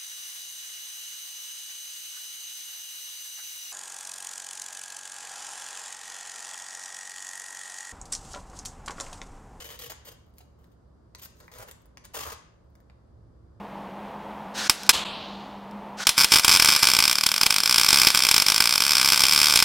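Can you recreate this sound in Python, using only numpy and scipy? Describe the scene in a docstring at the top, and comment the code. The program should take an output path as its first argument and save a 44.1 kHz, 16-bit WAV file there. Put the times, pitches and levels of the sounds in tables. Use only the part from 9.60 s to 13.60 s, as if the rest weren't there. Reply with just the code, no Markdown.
"""Spreading jam on toast

A table knife works over crisp toast on a plate, close by in a small kitchen. Each stroke fractures a dense,
uneven run of crumbs; the blade clacks and sticky jam pops. The plate rings once and pressure sends dull thuds
into the counter. Counter and walls reflect the small sounds, over air noise, a rumble and the hum of an
appliance. A low drone enters near the end."""
import sys
import numpy as np
from scipy import signal
from scipy.fft import rfft, irfft, next_fast_len
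from scipy.io import wavfile
from scipy.ndimage import map_coordinates

SR = 44100
rng = np.random.default_rng(int(sys.argv[2]) if len(sys.argv) > 2 else 0)


def generate_wav(sig):
    """Save sig (samples, or channels by samples) to the path in sys.argv[1] as 16-bit PCM at SR."""
    pcm = np.round(np.clip(np.atleast_2d(sig).T, -1, 1) * 32767).astype(np.int16)
    wavfile.write(sys.argv[1], SR, pcm)


N = 176400

# Spectrum of the blade sliding on toast: f/Hz, relative level/dB
TOAST_SPECTRUM = [(120, -11), (270, -9.5), (370, -4), (480, 2), (700, -4.5), (1050, 1.5), (1400, -1),
                  (2000, -3), (2450, -6.5), (3000, -3.5), (3650, -6), (4300, -7), (5050, -3.5),
                  (5450, -8.5), (6000, -6.5), (6750, -3.5), (7600, -13.5), (8500, -7.5), (9300, -12),
                  (10200, -9), (11800, -12.5), (13300, -2.5), (14400, -14), (15700, -8)]
SQUEAK_HZ, SQUEAK_Q = 13330, 28  # narrow resonance of the blade


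def knife_strokes():
    """Stick-slip friction: the blade catches and slips, fracturing crumbs of unequal size in clumps."""
    # t/s, duration/s, levels/dB of body, rasp and crispness, swell over the stroke/dB,
    # f/Hz of the slice's hollow, gains/dB of the blade's ring and squeak
    strokes = [ (0.0, 0.025, -51.5, -44.5, -50, -10, 530, 3, 1),
               (0.04, 0.12, -52.5, -50, -49.5, 3.5, 474, 8, -1),
               (0.189, 0.078, -53, -48.5, -46.5, 1, 516, 5, 2),
               (.297, .033, -47, -45.5, -44.5, -18, 1010, 0, 1),
               (0.447, 0.043, -55, -52, -50, 0, 527, 6, 5),
               (0.512, 0.011, -56.5, -55.5, -53, -4, 523, -2, 7),
               (0.766, 0.046, -94, -70, -67, 3, 790, 2, -9), (0.982, 0.071, -74, -81, -79, 4, 970, 6, -5),
               (1.114, 0.017, -81, -76.5, -76, -2, 1000, 6, -1),
               (1.582, 0.017, -72, -56, -56, 0, 1110, 2, 3),
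               (1.615, 0.041, -59.5, -51, -47, -1.5, 1080, -2, 8),
               (1.766, 0.052, -72.5, -71, -70, -3, 500, -18, -1),
               (1.8, 0.056, -60.5, -66, -73, -8, 467, -6, -3),
               (1.915, 0.051, -53, -55.5, -59, 2.5, 580, 0, 1),
               (1.975, 0.058, -49.5, -56, -50.5, -1.5, 615, 0, -22),
               (2.067, 0.04, -53.5, -59, -55.5, 6.5, 660, 3, 1),
               (2.439, 0.011, -57, -54.5, -65.5, 3, 1060, 0, -1),
               (2.535, 0.039, -42.5, -44, -39.5, 6, 890, 3, -18),
               (2.553, 0.024, -45, -46.5, -55, 2.5, 390, -3, 0),
               (2.585, 0.054, -43, -42, -40.5, -1.5, 1000, 3.5, -10),
               (2.65, .036, -42, -48, -45, -4.5, 1130, -4, -6),
               (2.689, 0.039, -47, -47.5, -52, 7, 1080, -2, 7)]
    crumbs_per_s, spread_db, slide_share = 4500, 7.5, 0.43
    catches_per_s, catch_db = 130, 3.2
    attack_s, release_s = 0.0022, 0.008
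    out, t = np.zeros((2, N)), np.arange(SR // 4) / SR
    for start, length, body, rasp, crisp, swell_db, hollow_hz, blade_db, squeak_db in strokes:
        crumbs = (rng.random(len(t)) < crumbs_per_s / SR) * rng.choice([-1, 1], len(t))
        sizes = amp(spread_db * np.clip(rng.standard_normal(len(t)), -2, 2))
        grit = unit(crumbs * sizes) + slide_share * rng.standard_normal(len(t))
        grit *= amp(catch_db * wobble(catches_per_s, len(t)))
        grit /= np.sqrt(np.mean(grit[t < length] ** 2))
        pressure = (1 - np.exp(-t / attack_s)) * np.exp(-np.maximum(t - length, 0) / release_s)
        pressure *= amp(swell_db * (np.minimum(t / length, 1) - .5))
        resonances = [(hollow_hz, 1.67, 7), (3050, 4.5, blade_db), (SQUEAK_HZ, SQUEAK_Q, squeak_db)]
        ring = crust_response(TOAST_SPECTRUM, [body, rasp, crisp], resonances)
        add(out, start, kitchen(signal.fftconvolve(grit * pressure, ring)))
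    return out


def crust_response(spectrum, levels_db, resonances, size=2048):
    """Minimum-phase impulse response of toast: three bands, shaped by resonances (f/Hz, Q, gain/dB)."""
    body_top_hz, rasp_top_hz = 1900, 9470
    hz = np.fft.rfftfreq(size, 1 / SR)
    colour = amp(along(spectrum, hz)) * np.prod([peak(hz, *r) for r in resonances], axis=0)
    low = 1 / (1 + (hz / body_top_hz) ** 6)
    mid = 1 / (1 + (hz / rasp_top_hz) ** 8)
    bands = [low, mid * (1 - low), (1 - mid) * (1 - low)]  # body, rasp, crispness
    power = sum((amp(db) * unit(colour * np.sqrt(band))) ** 2 for db, band in zip(levels_db, bands))
    cepstrum = irfft(np.log(power + 1e-14) / 2)
    cepstrum[1:size // 2] *= 2  # folding onto positive time makes the ring causal
    cepstrum[size // 2 + 1:] = 0
    return irfft(np.exp(rfft(cepstrum)))


def blade_clacks():
    """Impact: the blade clacks against the toast, and the short burst rings with the blade's own colour."""
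    # t/s, relative levels/dB of body, rasp and crispness, f/Hz of the ring
    ticks = [ (.0445, -51, -47, -37.5, 2920), (0.103, -42, -40, -42, 3000), (.1905, -58, -37, -35, 3200),
             (0.222, -46, -37, -44, 3200), (.7389, -97, -65, -62, 4500), (0.7832, -75, -47, -40, 10800),
             (1.0422, -70, -60.5, -58, 4500), (1.549, -36.5, -35, -42.5, 4270),
             (1.802, -73, -49, -43, 4500), (1.88, -43.5, -57.5, -58, 2210), (1.938, -57, -45.5, -42, 5000),
             (1.985, -46, -46, -36, 7040), (2.0027, -41, -43, -42, 7140), (2.025, -48, -48, -44, 1100),
             (2.112, -56, -41, -36, 8250), (2.257, -55.5, -66, -52.5, 5000),
             (2.3719, -43, -39.5, -52, 5200), (2.4514, -65, -44, -36, 7060), (2.5731, -50, -52, -41, 3230),
             (2.721, -52, -45, -37, 6440), (3.153, -55.5, -57.5, -56, 2300), (3.2026, -60, -67, -60, 4900),
             (3.2983, -45, -58.5, -90, 3770)]
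    # Spectrum of one snap: f/Hz, relative level/dB
    snap_spectrum = [(120, 0.5), (450, -12), (1000, 4.5), (1400, -2.5), (1950, 4), (2500, -3.5),
                     (3050, -7.5), (3500, -1), (4800, -3), (5300, -9), (5850, -5), (7300, -7.5),
                     (8500, -11.5), (13000, -9.5), (15500, -8)]
    rise_s, fall_s = 0.00067, 0.0013
    out, t = np.zeros((2, N)), np.arange(SR // 40) / SR
    envelope = amp(-0.5) * np.minimum(t / rise_s, 1) * np.exp(-np.maximum(t - rise_s, 0) / fall_s)
    for start, body, rasp, crisp, ring_hz in ticks:
        snap = rng.standard_normal(len(t)) * envelope
        ring = crust_response(snap_spectrum, [body, rasp, crisp], [(ring_hz, 3, 5)])
        add(out, start, kitchen(signal.fftconvolve(snap, ring)))
    return out


def jam_pops():
    """Adhesive failure: jam lets go of the blade in tiny scattered impulses that excite the toast."""
    # Spells of clinging: start t/s, end t/s, relative level/dB
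    spells = [(0.544, 1.193, -61), (1.675, 2.253, -52), (3.038, 3.226, -67)]
    pops_per_s, spread_db = 72, 3
    ring = crust_response(TOAST_SPECTRUM, levels_db=(-4.5, -14, 0), resonances=[(SQUEAK_HZ, SQUEAK_Q, 3)])
    out = np.zeros((2, N))
    for start, end, db in spells:
        pops = np.zeros(int((end - start) * SR))
        when, chance = rng.random((100, 2))[:int(pops_per_s * (end - start))].T
        excess_db = spread_db * np.minimum(-np.log(chance), 3)
        pops[(when * len(pops)).astype(int)] = amp(db + excess_db)
        add(out, start, kitchen(signal.fftconvolve(pops, ring)))
    return out


def plate_knock():
    """Free vibration: nudged with a short scuff, the loaded plate rings in its damped modes."""
    # t/s, relative level/dB
    knocks = [(.806, -61)]
    # Modes of the plate: f/Hz, relative level/dB, T60/s
    modes = [(745, 3.5, 0.093), (825, 9, 0.033), (1313, -3.5, 0.17), (1700, -8, 0.037), (2300, -7, 0.13),
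             (2870, 1, 0.047), (3970, -4, 0.087), (4770, -11.5, .08)]
    scuff_s, scuff_top_hz = 0.01, 4500
    out, t = np.zeros((2, N)), np.arange(SR // 4) / SR
    ring = sum(amp(db) * decay(t, t60) * np.sin(2 * np.pi * hz * t) for hz, db, t60 in modes)
    for start, db in knocks:
        burst = rng.standard_normal(len(t)) * np.exp(-t / scuff_s)
        scuff = filtered(burst, lambda hz: 1 / (1 + (hz / scuff_top_hz) ** 4))
        add(out, start, kitchen(amp(db) * (ring + 2 * scuff)))
    return out


def counter_thuds():
    """Structure-borne sound: pressure through the plate sets off a damped oscillation of the counter."""
    # t/s, f/Hz, level/dB
    thuds = [(0.019, 187, -53), (0.272, 121, -43), (0.332, 81, -74), (1.988, 101.5, -41.5),
             (2.611, 118, -46.5), (2.668, 88, -40), (2.73, 77.5, -42)]
    rise_s = 0.0052
    out, t = np.zeros((2, N)), np.arange(SR // 2) / SR
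    envelope = (1 - np.exp(-t / rise_s)) * decay(t, t60=0.14)
    for start, hz, db in thuds:
        add(out, start, amp(db) * np.sin(2 * np.pi * hz * t) * envelope)
    return out


def kitchen(x, reflections=8):
    """Superposition at two microphones: direct sound, early reflections and a diffuse, decaying tail."""
    # f/Hz, phase lead of left over right/rad
    phase_lead = [(20, 16), (300, -1.57), (1050, 2.11), (1900, 1.27), (3000, 1.72), (4500, 1.62),
                  (6500, 1.7), (7300, -0.07), (8000, 5.5), (10700, 3.5), (12400, -0.34), (13300, -26.5),
                  (14200, -21.5), (16000, -3.5)]
    # Reverberation time: f/Hz, T60/s
    room_t60 = [(100, 0.13), (500, 0.36), (2000, 0.64), (6500, 0.46), (10000, 0.3), (16000, 0.23)]
    # Spectrum of the tail: f/Hz, level/dB
    tail_spectrum = [(100, -18), (600, -4), (2000, -4), (5500, -5), (6800, -3), (8000, -4), (11000, -9.5),
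                     (16000, -23)]
    # f/Hz, level of left over right/dB
    balance = [(100, -2), (450, 1.5), (700, -0.5), (1100, 3), (2500, 1), (4500, 4), (6700, 3.5), (8500, -2),
               (16000, 0.5)]
    early_db, early_s = -5, 0.009
    padded = np.pad(x, (0, SR // 2))
    direct = filtered(padded, lambda hz: np.exp(.5j * along(phase_lead, hz) * [[1], [-1]]))
    early = np.zeros((2, SR // 10))
    for side in early:
        signs = rng.choice([-1, 1], reflections)
        delays = early_s * rng.uniform(.1, 1, reflections)
        side[(SR * delays).astype(int)] = signs / np.sqrt(reflections)
    hz, t, noise = signal.stft(rng.standard_normal((2, SR // 2)), SR, nperseg=256)
    t60 = along(room_t60, hz)[:, None]
    envelope = decay(t, t60) * np.sqrt(2 * np.log(1000) / (t60 * SR))  # unit energy at each frequency
    tail = signal.istft(noise * envelope * amp(along(tail_spectrum, hz))[:, None], SR, nperseg=256)[1]
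    response = np.pad(tail, ((0, 0), (SR // 200, 0)))  # the tail arrives 5 ms late
    response[:, :early.shape[1]] += amp(early_db) * early
    reflected = signal.fftconvolve(x[None], response, axes=1)[:, :len(padded)]
    return filtered(direct + reflected, lambda hz: amp(along(balance, hz) * [[.5], [-.5]]))


def room_tone():
    """Noise floor: broadband air noise, a low rumble and an appliance's hum, wavering in phase."""
    # Spectra of air noise and rumble: f/Hz, relative level/dB
    air_spectrum = [(40, -14.5), (150, 1), (310, -6), (600, -8), (750, -14), (1150, -15), (1500, -21.5),
                    (2500, -37.5), (3800, -35), (4800, -33.5), (6500, -39.5), (9500, -42), (11000, -49),
                    (13700, -48), (15500, -66)]
    rumble_spectrum = [(20, -20), (33, 3.5), (50, 11.5), (68, 19), (85, 10.5), (102, 0), (120, -2),
                       (140, -20), (250, -54), (1000, -100)]
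    # f/Hz, left-right coherence
    air_coherence = [(100, .9), (300, 0.4), (700, 0.1), (2000, 0.084), (10000, 0.033)]
    # Slow drift of the rumble: t/s, relative level/dB
    rumble_drift = [(0, -55.5), (.8, -59), (1.5, -59.5), (2.2, -56.5), (3.0, -59), (4, -54.5)]
    # Partials of the hum: f/Hz, level/dB
    partials = [(71, -69), (113, -66), (162, -75.5), (339, -83), (4764, -96)]
    t = np.arange(N) / SR
    rumble_db = np.interp(t, *np.transpose(rumble_drift)) - 1.5
    rumble = amp(rumble_db) * stereo_noise(rumble_spectrum, coherence=[(60, 0.96)])
    hum = sum(amp(db) * unit(np.sin(2 * np.pi * hz * t + 0.75 * wobble(6, N))) for hz, db in partials)
    air = amp(-61) * stereo_noise(air_spectrum, air_coherence)
    return air + (rumble + hum) * amp([[-.9], [.9]])


def drone():
    """Narrow-band noise, heard as a low drone, swells and holds a little to the right."""
    # f/Hz, relative level/dB
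    spectrum = [(40, -37), (58, -10), (72, 3), (88, -4), (104, 4.5), (118, 2.5), (140, -28), (330, -14.5),
                (700, -55), (2000, -100)]
    start_s, rise_s = 3.36, 0.22
    swell = np.clip((np.arange(N) / SR - start_s) / rise_s, 0, 1)
    return amp(-55) * swell * stereo_noise(spectrum, coherence=[(60, 0.94)]) * amp([[-1.1], [1.1]])


def stereo_noise(spectrum, coherence):
    """Partially coherent noise of rms 1: the ratio of mid to side sets how alike the channels are."""
    def response(hz):
        angle = np.arccos(np.clip(along(coherence, hz), -1, 1)) / 2
        return amp(along(spectrum, hz)) * [np.cos(angle), np.sin(angle)]
    mid, side = filtered(rng.standard_normal((2, N)), response)
    return unit(np.array([mid + side, mid - side]))


def peak(hz, centre_hz, q, db):
    """Gain of a resonance that stands db above its surroundings."""
    return amp(db / (1 + (2 * q * (hz - centre_hz) / centre_hz) ** 2))


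def decay(t, t60):
    """Exponential damping by 60 dB in t60 seconds."""
    return np.exp(-np.log(1000) * t / t60)


def amp(db):
    """Amplitude ratio of a level in decibels."""
    return 10 ** (np.asarray(db) / 20)


def unit(x):
    """Normalisation to rms 1."""
    return x / np.sqrt(np.mean(x ** 2) + 1e-20)


def along(points, hz):
    """Interpolation of (f/Hz, value) points on a logarithmic frequency axis."""
    f, values = np.transpose(points)
    return np.interp(np.log(hz + 1), np.log(f + 1), values)


def wobble(rate, n):
    """Smooth random modulation with rate knots a second."""
    return map_coordinates(rng.standard_normal(2048), [np.arange(n) * rate / SR], mode="wrap")


def filtered(x, response):
    """Linear filtering: the spectrum of x times a complex frequency response."""
    n = x.shape[-1]
    size = next_fast_len(n + 8192)
    return irfft(rfft(x, size) * response(np.fft.rfftfreq(size, 1 / SR)), size)[..., :n]


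def add(track, start_s, x):
    """Superposition of x on the track from start_s."""
    i = max(0, round(start_s * SR))
    track[:, i:i + x.shape[-1]] += x[..., :N - i]


def scene():
    """Sound pressures add: knife, toast and plate over the background of the room."""
    contacts = knife_strokes() + blade_clacks() + jam_pops() + plate_knock() + counter_thuds()
    return contacts + room_tone() + drone()


def record(dry):
    """Band limiting: a steep low-pass removes the highest treble."""
    cutoff_hz = 15880
    return filtered(dry, lambda hz: 1 / (1 + (hz / cutoff_hz) ** 150))


dry = scene()
out = record(dry)
generate_wav(out)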